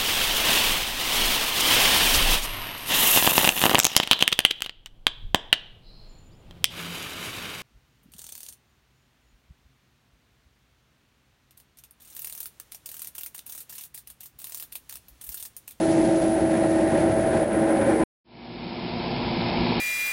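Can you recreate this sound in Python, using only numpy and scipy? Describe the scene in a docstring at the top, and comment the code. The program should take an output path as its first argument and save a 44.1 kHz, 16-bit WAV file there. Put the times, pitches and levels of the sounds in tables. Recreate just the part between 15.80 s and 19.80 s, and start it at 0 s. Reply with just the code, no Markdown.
"""Street sweeper at the roadside

Microphone at the kerb, close beside the truck: the suction fan drones, air roars in hopper and duct,
grit rattles, bristles hiss and a thin whistle sits on top. This cuts off, and the truck fades in
from the front: two diesel engines throb under the hiss of brushes on the wet road."""
import sys
import numpy as np
from scipy import signal
from scipy.fft import rfft, irfft
from scipy.io import wavfile
from scipy.ndimage import uniform_filter1d, minimum_filter1d

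SR = 44100
rng = np.random.default_rng(int(sys.argv[2]) if len(sys.argv) > 2 else 0)


def unload_wav(signal):
    """Save mono or channel-first audio to the path in sys.argv[1] as 16-bit WAV at rate SR, clipped to [-1, 1]."""
    wavfile.write(
        sys.argv[1],
        SR,
        np.round(np.clip(np.atleast_2d(signal).T, -1, 1) * 32767).astype(np.int16),
    )


N = 176400
T = np.arange(N) / SR
FREQS = np.maximum(np.arange(N // 2 + 1) * SR / N, 1)
CUT_S = 2.237  # the kerb position ends here


def undb(db):
    return 10 ** (np.asarray(db) / 20)


def unit(x):
    return x / np.sqrt(np.mean(x ** 2))


def noise():
    return rng.standard_normal(N)


def lowpass(x, hz):
    return signal.sosfilt(signal.ellip(10, .2, 80, hz, fs=SR, output="sos"), x)


def walk(rate):
    """Smooth random drift of rms 1, moving up to about rate times a second."""
    slow = np.exp(-(FREQS / rate) ** 2)
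    slow[0] = 0
    return unit(irfft(rfft(noise()) * slow, N))


def curve(points):
    """Gain over time from (t/s, level/dB) points."""
    return undb(np.interp(T, *np.array(points).T))


def colour(x, points):
    """Shape a spectrum by (f/Hz, level/dB) points; rms 1."""
    hz, db = np.array(points).T
    gain = undb(np.interp(np.log(FREQS), np.log(hz), db))
    return unit(irfft(rfft(x) * gain, N))


def grains(per_s, spread_db):
    """Random tiny impacts, a few much stronger than the rest."""
    hits = (rng.random(N) < per_s / SR) * noise()
    return hits * undb(spread_db * np.minimum(rng.exponential(size=N), 3))


def ring(hz, width):
    """Turbulence ringing one steep-sided resonance; rms 1."""
    detuning = (FREQS / hz - hz / FREQS) * hz / (np.pi / 2 * width)
    return unit(irfft(rfft(noise()) / (1 + 1j * detuning) ** 2, N))


def resonances(table):
    """Each resonance grows or fades steadily as the truck moves."""
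    from_midway_s = np.minimum(T, CUT_S) - CUT_S / 2
    return sum(ring(hz, width) * undb(db + growth * from_midway_s) for hz, width, db, growth in table)


def turning(hz, wander, rate):
    """Phase of a shaft whose speed wanders by a small fraction."""
    return 2 * np.pi * np.cumsum(hz * (1 + wander * walk(rate))) / SR


def tone(phase, db, flutter_db, rate):
    """One partial whose level flutters."""
    return np.sqrt(2) * np.sin(phase + 2 * np.pi * rng.random()) * undb(db + flutter_db * walk(rate))


def whines(table):
    """Faint, thin, wavering tones of the machinery."""
    return sum(tone(turning(hz, wander=0.00039, rate=9.8), db, flutter_db=3.5, rate=12)
               for hz, db in table)


def rumble():
    """Low rumble that swells as the truck nears the microphone."""
    # rumble ahead of the truck: t/s, level/dB
    levels = [(3.0, -54), (3.45, -44.5), (3.65, -49.5), (3.84, -36), (4.0, -47)]
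    # f/Hz, relative level/dB
    spectrum = [(20, -36), (38, -14), (52, 3.5), (65, 1), (100, -7.5), (250, -41), (1000, -76.5)]
    return colour(noise(), spectrum) * curve(levels)


def whistle():
    """Air whistles in narrow high bands, with one thin tone among them."""
    # whistling air: f/Hz, width/Hz, level/dB, growth/(dB/s)
    bands = [(9220, 980, -51, 3.5), (10320, 150, -49, -1.5), (10570, 87, -54, 2), (10560, 60, -56, 3.5)]
    phase = turning(hz=10376, wander=0.00017, rate=25)
    return tone(phase, db=-51, flutter_db=3.5, rate=10) + resonances(bands)


def bristles():
    """Bristles scrape beside the kerb and recede."""
    # spectrum of the scraping: f/Hz, relative level/dB
    spectrum = [(1000, -14.5), (2500, -1), (4500, 0.5), (6000, -1), (8000, -2), (11000, -18)]
    # bristle hiss: t/s, level/dB
    levels = [(0, -44.5), (.42, -46.5), (.55, -50.5), (1.1, -50), (1.58, -51.5), (1.7, -56.5), (2.23, -53)]
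    return colour(grains(per_s=9000, spread_db=2), spectrum) * curve(levels)


def grit(rattle_db=1.8):
    """Grit rattles up the duct in uneven flurries."""
    # spectrum of the impacts: f/Hz, relative level/dB
    spectrum = [(500, -26.5), (1200, -6), (1700, -2), (2200, -4.5), (2800, -12), (4200, -16.5),
                (6000, -24.5), (9000, -16.5), (11000, -26)]
    # grit in the duct: t/s, level/dB
    levels = [(0, -45), (.6, -48), (.75, -44), (1.2, -43.5), (1.38, -51), (1.57, -41.5), (1.75, -46),
              (2.0, -43.5), (2.23, -44)]
    flurries = curve(levels) * undb(rattle_db * walk(42))
    return flurries * colour(grains(per_s=3700, spread_db=3), spectrum)


def wet_brushes(db=-33.5, chatter_db=-0.1):
    """Brushes on the wet road: tiny impacts, dense enough to hiss."""
    # spectrum of the spray: f/Hz, relative level/dB
    spray = [(900, -14.5), (1350, 1), (1550, -9), (1700, 3.5), (1900, -16), (2050, 5.5), (2300, 6.5),
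             (2900, 3), (4000, 3), (5200, 0.5), (6000, -21.5)]
    return undb(db + chatter_db * walk(35)) * colour(grains(per_s=14000, spread_db=1.5), spray)


def diesel(firing_hz, orders):
    """Slightly uneven engine orders; also gives the firing phase."""
    phase = turning(firing_hz, wander=0.0041, rate=9.6)
    return sum(tone(round(k) * phase, db, flutter_db=0.9, rate=12) for k, db in orders), phase


def engines(roar_db=-26.5, throb=0.14):
    """One diesel drives the truck, one the sweeping gear; a roar pulses as the second fires."""
    # driving engine: multiple of the firing rate, level/dB
    drive_orders = [(1, -51.5), (2, -41.5), (3, -45.5), (4, -32), (6, -38), (8, -50), (12, -48)]
    # sweeping gear's engine: multiple of the firing rate, level/dB
    gear_orders = [(1, -44.5), (2, -41), (3, -37), (4, -42.5), (6, -35), (8, -46.5), (12, -43)]
    # roar from the front: f/Hz, relative level/dB
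    spectrum = [(20, -19.5), (50, -15.5), (90, -8), (130, -3.5), (165, 0), (220, 2), (280, -3), (420, -7.5),
                (600, -8.5), (720, -6), (970, -7), (1180, -20.5), (1900, -21.5), (4000, -40.5)]
    drive, _ = diesel(firing_hz=60.4, orders=drive_orders)
    gear, firing = diesel(firing_hz=57.1, orders=gear_orders)
    pulsing = noise() * (1 + throb * np.cos(firing))
    return drive + gear + undb(roar_db) * colour(pulsing, spectrum)


def suction(rush_db=-30.5):
    """Air rushes through hopper and duct and rings their resonances."""
    # hopper and duct resonances: f/Hz, width/Hz, level/dB, growth/(dB/s)
    duct = [(227.2, 35, -32.5, 1.5), (323.8, 33, -29, 1.5), (352.7, 62, -30.5, 1.5), (456, 45, -40, 8),
            (548, 34, -32, 0), (596.5, 54, -32.5, 2.5), (765.3, 75, -34.5, 2.5), (846, 62, -44, -1.5),
            (1017, 68, -47.5, 7), (1490, 320, -44, 4.5), (1833, 197, -47, 2), (2156, 300, -52, 5.5)]
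    # rush of air: f/Hz, relative level/dB
    rush = [(20, -28.5), (38, -10.5), (52, -7.5), (90, -1), (190, 2), (270, -5.5), (450, -10), (850, -9),
            (1150, -21.5), (2500, -25.5), (3500, -30.5), (8000, -43.5)]
    # resonances that swell as the nozzle moves: t/s, half length/s, f/Hz, width/Hz, level/dB
    swells = [(.95, 0.32, 1840, 180, -46.5), (1.35, 0.28, 85, 32, -36), (1.6, .12, 563, 38, -29),
              (2.03, 0.14, 546, 14.7, -26)]
    air = resonances(duct) + undb(rush_db) * colour(noise(), rush)
    return air + sum(ring(hz, width) * undb(db) * np.exp(-((T - at) / half) ** 2)
                     for at, half, hz, width, db in swells)


def fan(blade_pass_hz=324.9):
    """Blade-pass drone of the suction fan; its overtones weaken toward the cut."""
    # fan tones: multiple of the blade-pass rate, level/dB, flutter/dB
    partials = [(1, -24.5, 1.5), (2, -28.5, 1), (3, -57.5, -1), (4, -57, 1.5), (5, -54.5, -3.5)]
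    # rise and fall of the drone: t/s, fundamental gain/dB, overtone gain/dB
    gains = [(0, -1, -0.5), (0.129, 3.5, 0), (0.499, 0.5, 0), (0.999, -0.5, 0), (1.3, -1, 1.5),
             (1.5, -11, 1.5), (1.68, -3.5, -1.5), (1.83, 3, 1), (2.02, -13.5, -11.5), (2.21, 3.5, -12)]
    times, fundamental_db, overtone_db = np.array(gains).T
    phase = turning(blade_pass_hz, wander=0.0023, rate=6.8)
    drone = np.zeros(N)
    for k, db, flutter_db in partials:
        gain_db = np.interp(T, times, fundamental_db if round(k) == 1 else overtone_db)
        drone += tone(round(k) * phase, db + gain_db, flutter_db, rate=19)
    return drone


def from_kerb(surge_db=1.0, flicker_db=0.78, dip_at_s=1.635, dip_db=-5.5, recover_s=0.077):
    """Microphone beside the truck, up to the cut; the level dips briefly on the way."""
    # machinery whines at the side: f/Hz, level/dB
    side_whines = [(1518.6, -58), (9403, -66), (9507, -66.5), (10660, -64)]
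    drone = fan()
    intake = (suction() + grit()) * undb(surge_db * walk(18))
    hiss = (bristles() + whistle()) * undb(flicker_db * walk(22))
    since_dip = np.maximum(T - dip_at_s, 0)
    dip = undb(dip_db * np.minimum(since_dip / 0.01, 1) * np.exp(-since_dip / recover_s))
    cut = np.clip((CUT_S - T) / 0.00099, 0, 1)
    return (drone + intake + hiss + whines(side_whines)) * dip * cut


def from_front(start_s=2.443, full_s=3.82):
    """Microphone ahead of the truck, fading in with the high treble cut."""
    # machinery whines at the front: f/Hz, level/dB
    front_whines = [(2277, -55), (2514, -58), (2987, -55.5)]
    truck = engines() + wet_brushes() + rumble() + whines(front_whines)
    fade = np.clip((T - start_s) / (full_s - start_s), 0, 1) ** 1.012
    return lowpass(truck, hz=5400) * fade


def scene():
    """The two microphone positions in turn, in mono."""
    return (from_kerb() + from_front())[None]


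def record(dry, ceiling=.31):
    """A limiter holds down the strongest peaks, then the top is cut."""
    needed_gain = np.minimum(1, ceiling / (np.abs(dry) + 1e-9))
    held_gain = minimum_filter1d(needed_gain, size=441)  # 10 ms
    return lowpass(dry * uniform_filter1d(held_gain, size=441), hz=10720)


dry = scene()
out = record(dry)
unload_wav(out)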